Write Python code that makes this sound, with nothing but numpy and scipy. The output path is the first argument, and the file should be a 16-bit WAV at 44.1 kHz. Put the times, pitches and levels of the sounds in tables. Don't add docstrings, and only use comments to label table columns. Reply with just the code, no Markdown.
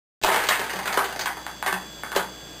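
import sys
import numpy as np
from scipy import signal
from scipy.fft import rfft, irfft
from scipy.io import wavfile

SR = 44100
rng = np.random.default_rng(int(sys.argv[2]) if len(sys.argv) > 2 else 0)


def dump(signal):
    limited = np.clip(np.atleast_2d(signal).T, -1, 1)
    pcm = np.round(limited * 32767).astype(np.int16)
    wavfile.write(sys.argv[1], SR, pcm)


N = 114660
BURST_GAIN = np.sqrt(.01 * SR)


def undb(db):
    return 10 ** (np.asarray(db) / 20)


def unit(x):
    return x / np.sqrt(np.sum(x ** 2) + 1e-18)


def fade(t, t60):
    return np.exp(-np.log(1000) * t / t60)


def band(x, edges_hz, order=2):
    return signal.sosfilt(signal.butter(order, edges_hz, "band", fs=SR, output="sos"), x)


def eq(x, points):
    hz, db = np.array(points, float).T
    f = np.maximum(np.fft.rfftfreq(2 * N, 1 / SR), 1)
    gain = undb(np.interp(np.log(f), np.log(hz), db))
    return irfft(rfft(x, 2 * N) * gain)[:N]


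def add(out, start_s, x):
    i = int(start_s * SR)
    out[i:i + len(x)] += x[:N - i]


def chatter(t, decay_s, count=120, gap_s=.0006, size=.71, scatter_db=2.5):
    delays = np.cumsum(gap_s * (.5 + .5 * rng.exponential(size=count)))
    sizes = size * rng.choice([-1, 1], count) * undb(scatter_db * rng.standard_normal(count))
    samples = np.minimum(delays * SR, len(t) - 1).astype(int)
    force = np.zeros(len(t))
    force[0] = 1
    np.add.at(force, samples, sizes * np.exp(-delays / decay_s))
    return force


# f/Hz, level/dB, t60/s
WOOD_MODES = [(384.6, -8.5, 0.139), (725, -25.5, 0.082), (853.3, -5, 0.099), (934, -14.5, 0.142),
              (1151.8, -3, 0.133), (1211.6, -8, 0.175), (1268, -12.5, 0.168), (1555.7, 3, 0.111),
              (1660, -12.5, 0.081), (1758.7, -16, 0.344)]

def wood_ring(t, detune=.015):
    hz, db, t60 = np.array(WOOD_MODES).T[:, :, None]
    tuning = 1 + detune * rng.standard_normal((len(hz), 1))
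    rings = fade(t, t60) * np.cos(2 * np.pi * hz * tuning * t)
    return np.sum(undb(db) * rings / np.linalg.norm(rings, axis=1, keepdims=True), axis=0)


# t/s, thud level/dB, knock level/dB, snap level/dB, knock centre f/Hz, chatter decay/s
WOOD_HITS = [ (0.215, -47.5, -48, -46.5, 1090, 0.0076), (0.227, -37, -45.5, -27.5, 1100, 0.021),
             (0.2363, -22, -28.5, -16, 1345, 0.0082), (0.2461, -22.5, -21, -24.5, 879, 0.0045),
             (0.2620, -30.5, -23.5, -21, 1135, 0.0206), (0.2742, -24.5, -21.5, -31.5, 1227, 0.03),
             (0.287, -25, -19.5, -26.5, 1360, 0.0148), (0.3170, -25, -24, -27.5, 1580, 0.0126),
             (0.325, -28.5, -23.5, -22, 1280, 0.039), (0.3440, -22, -19.5, -25, 1290, 0.0053),
             (0.3610, -22.5, -22.5, -24, 1342, 0.0193), (0.3890, -30.5, -21, -24.5, 1376, 0.063),
             (0.4190, -33.5, -30, -32.5, 1345, 0.025), (0.4370, -35.5, -30, -26.5, 1260, 0.0108),
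             (0.4680, -38, -29.5, -26.5, 1400, 0.018), (0.4879, -29.5, -46.5, -16.5, 1470, 0.00284),
             (0.4894, -28.5, -17.5, -17.5, 1257, 0.00544), (0.5080, -31.5, -19.5, -25.5, 1340, 0.0098),
             (0.5200, -40, -20, -23.5, 1460, 0.014), (0.5490, -36, -26, -28, 1400, 0.026),
             (0.5940, -26.5, -27, -26, 1278, 0.0148), (0.6150, -31.5, -27.5, -32, 1230, 0.0037),
             (0.641, -36, -29, -29, 1366, 0.062), (0.696, -32.5, -25, -31, 1690, 0.036),
             (0.735, -28.5, -29, -36, 1150, 0.0091), (0.7600, -33, -31, -31, 1186, 0.0139),
             (0.7900, -32, -28.5, -31, 1277, 0.0097), (0.8250, -41.5, -31.5, -33.5, 1310, 0.088),
             (0.8570, -30, -24.5, -28, 1267, 0.0192), (0.8765, -30.5, -22, -27.5, 1646, 0.0079),
             (0.8890, -52, -29, -41.5, 1436, 0.0104), (0.927, -32, -25.5, -26, 1213, 0.008),
             (0.9420, -36.5, -27.5, -32.5, 1204, 0.0036), (0.9737, -24, -14, -23.5, 1006, 0.007),
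             (0.992, -29, -23, -28, 1278, 0.0037), (1.0220, -38.5, -55, -33.5, 1130, 0.0035),
             (1.0426, -30.5, -28.5, -27, 1550, 0.018), (1.0820, -36.5, -32, -34, 1225, 0.043),
             (1.1253, -38, -35.5, -34.5, 1246, 0.0057), (1.1614, -32, -38, -32.5, 1197, 0.0066),
             (1.194, -33.5, -27.5, -27, 1088, 0.0042), (1.2100, -49.5, -32.5, -27, 1320, 0.0047),
             (1.2583, -39.5, -24, -25, 1240, 0.0048), (1.2670, -41, -23.5, -34, 1296, 0.0111),
             (1.369, -37.5, -34, -43, 1136, 0.0081), (1.4656, -49, -28.5, -34, 1149, 0.00037),
             (1.6266, -49, -24, -33, 1190, 0.00025), (1.6625, -32.5, -21, -24.5, 1219, 0.012),
             (1.6760, -30.5, -27.5, -27.5, 1256, 0.005), (1.7275, -28.5, -24.5, -28, 1200, 0.00223),
             (1.7405, -51, -29, -35, 1565, 0.0046), (2.035, -37.5, -27.5, -42.5, 1206, 0.0012),
             (2.1182, -39, -30.5, -35, 1105, 0.0016), (2.1270, -52.5, -31, -39.5, 1250, 0.00256),
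             (2.1510, -46.5, -32, -35, 1100, 0.0035), (2.1560, -31, -27, -43, 1070, 0.0023),
             (2.1615, -29.5, -31.5, -20.5, 1050, 0.0057), (2.1641, -25, -22, -21, 1086, 0.00192),
             (2.1950, -50, -25.5, -52, 1323, 0.0056), ]

def cracks_and_knocks(spots=3, knock_spread=1.6375, ring_db=-13):
    out, t = np.zeros((spots, N)), np.arange(SR // 6) / SR
    for i, (start, thud_db, knock_db, snap_db, knock_hz, chatter_s) in enumerate(WOOD_HITS):
        force = chatter(t, chatter_s)
        knock_band = (knock_hz / knock_spread, knock_hz * knock_spread)
        thud = undb(thud_db) * unit(band(force, (316.7, 599.4)))
        knock = undb(knock_db) * unit(band(force, knock_band, order=4))
        snap = undb(snap_db) * unit(band(force, (2413, 6230), order=3))
        blow = thud + knock + snap
        ring = unit(signal.fftconvolve(blow, wood_ring(t))[:len(t)])
        ring_gain = undb(ring_db) * np.linalg.norm(blow)
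        add(out[i % spots], start, (blow + ring_gain * ring) * BURST_GAIN)
    return out


# f/Hz, level/dB
HISS_EQ = [(25, -5), (50, -11), (90, -7.5), (135, 3.5), (200, 3.5), (300, 1.5), (600, 0.5), (1300, -5.5),
           (1600, -5), (2300, -9), (3400, -5), (3900, -8.5), (5400, -3.5)]

def hiss(rms_db=-43):
    noise = band(eq(rng.standard_normal(N), HISS_EQ), (20, 5600), order=4)
    return undb(rms_db) * noise / np.std(noise)


# f/Hz, rms level/dB
STEADY_TONES = [(59.7, -54), (119.5, -63), (312, -56.5), (1620, -56.5), (4704, -51), (4764, -55.5)]

def hum_and_whine(whine_hz=3401.4):
    t = np.arange(N) / SR
    swell_db = np.interp(t, [1.1, 1.45, 1.95, 2.6], [-60, -48.5, -45.5, -47])
    tones = STEADY_TONES + [(whine_hz, swell_db)]
    return sum(undb(db) * np.sqrt(2) * np.sin(2 * np.pi * (hz * t + rng.random())) for hz, db in tones)


def strike(blows, modes):
    out, t = np.zeros(N), np.arange(SR // 3) / SR
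    ring = sum(undb(db) * fade(t, t60) * np.sin(2 * np.pi * hz * t) for hz, db, t60 in modes)
    for start, db in blows:
        add(out, start, undb(db) * ring)
    return out


# t/s, level/dB
LOAD_LANDINGS = [(0.238, -34), (0.246, -26.5), (0.287, -30)]
# f/Hz, level/dB, t60/s
LOAD_MODES = [(644.2, 2.5, 0.93), (722, 1.5, 0.33), (822, 3, 0.035), (921.5, 17.5, 0.034), (922, 2, 0.148)]

def load_crash():
    return strike(LOAD_LANDINGS, LOAD_MODES)


# t/s, level/dB
TABLE_JOLTS = [(0.24, -29), (0.42, -46), (0.487, -45), (2.164, -39)]

def table_shudder(hz=34, t60=.108):
    out, t = np.zeros(N), np.arange(SR // 2) / SR
    for start, db in TABLE_JOLTS:
        add(out, start, undb(db) * fade(t, t60) * np.sin(2 * np.pi * hz * t))
    return out


# t/s, level/dB
BEAM_BLOWS = [(0.268, -35), (0.592, -42.5), (0.751, -31.5), (1.193, -42.5), (1.729, -28.5), (2.17, -33.5)]

def beam_twang(hz=186.77, t60=.348, attack_s=.01):
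    out, t = np.zeros(N), np.arange(SR // 2) / SR
    envelope = (1 - np.exp(-t / attack_s)) * fade(t, t60)
    for start, db in BEAM_BLOWS:
        add(out, start, undb(db) * envelope * np.sin(2 * np.pi * hz * t))
    return out


# t/s, level/dB, length/s
STICK_SCRAPES = [(0.698, -32, 0.0094), (0.73, -33.5, 0.0072), (0.872, -34, 0.0054), (0.927, -29.5, .005),
                 (0.938, -31, 0.011), (1.191, -26, 0.0064), (1.211, -25.5, 0.012), (1.228, -37.5, 0.0124)]

def stick_scrapes(grains_per_s=1000):
    out, t = np.zeros(N), np.arange(SR // 10) / SR
    for start, db, length_s in STICK_SCRAPES:
        grains = (rng.random(len(t)) < grains_per_s / SR) * rng.standard_normal(len(t))
        burst = band(grains * np.exp(-(t / length_s) ** 2), (4320, 5240))
        add(out, start, undb(db) * unit(burst) * BURST_GAIN)
    return out


# t/s, level/dB
BOARD_SLAMS = [(0.9745, -16), (2.1635, -10.5)]
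# f/Hz, level/dB, t60/s
BOARD_MODES = [(389.8, -0.5, 0.041), (466, -5, 0.0274), (543.2, 6, 0.0227)]

def board_slams():
    return strike(BOARD_SLAMS, BOARD_MODES)


# t/s, level/dB
FRAME_CLACKS = [(0.976, -30), (1.260, -26.5), (1.663, -25.5), (1.680, -20.5), (1.7255, -24), (2.168, -26)]

def frame_clacks():
    return strike(FRAME_CLACKS, WOOD_MODES)


# delay/s, level/dB
REFLECTIONS = [(.0028, -17), (.0079, -17.5), (0.0126, -16.5), (0.0146, -26.5)]
# low f/Hz, high f/Hz, level/dB, t60/s
REVERB_BANDS = [(94.5, 458, -1.5, 0.496), (612.6, 2246, 3, 0.305), (2220, 6670, -2, 0.2595)]

def room(x, tail_db=0, build_s=.00204):
    t = np.arange(2 * SR // 3) / SR
    response = np.zeros(len(t))
    response[0] = 1
    for delay, db in REFLECTIONS:
        response[int(delay * SR)] += undb(db)
    for low, high, db, t60 in REVERB_BANDS:
        tail = unit(rng.standard_normal(len(t)) * fade(t, t60) * (1 - np.exp(-t / build_s)))
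        response += undb(db + tail_db) * band(tail, (low, high), order=3)
    return signal.fftconvolve(x, response)[:N]


# f/Hz, gain/dB
MIC_EQ = [(100, 5.5), (200, 0.5), (300, -11), (400, -6), (620, -4), (850, -1), (1200, -5.5), (1750, -3.5),
          (2350, -4.5), (3200, -3), (4300, -5.5), (5500, -7)]

def scene():
    blows = load_crash() + board_slams() + frame_clacks()
    radiated = band(blows, (283.5, 3010), order=5)
    bodies = room(radiated, tail_db=-6.5)
    clatter = sum(room(spot) for spot in cracks_and_knocks())
    collapse = eq(clatter + room(stick_scrapes()) + bodies, MIC_EQ)
    return (collapse + table_shudder() + beam_twang() + hiss() + hum_and_whine())[None]


# f/Hz, gain/dB
OUTPUT_EQ = [(5000, 0), (7500, 0), (9500, -0.5), (13000, 0), (15000, 0)]

def record(dry, open_s=.215, headroom=.8, hold=4, top_hz=15400):
    gate = np.arange(N) / SR >= open_s
    rounded = headroom * np.tanh(dry[0] / headroom) * gate
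    low_rate = signal.resample_poly(rounded, 1, hold)
    held = np.repeat(low_rate, hold)[:N]
    high_cut = signal.ellip(10, .2, 80, top_hz, fs=SR, output="sos")
    return signal.sosfilt(high_cut, eq(held, OUTPUT_EQ))[None]


dry = scene()
out = record(dry)
dump(out)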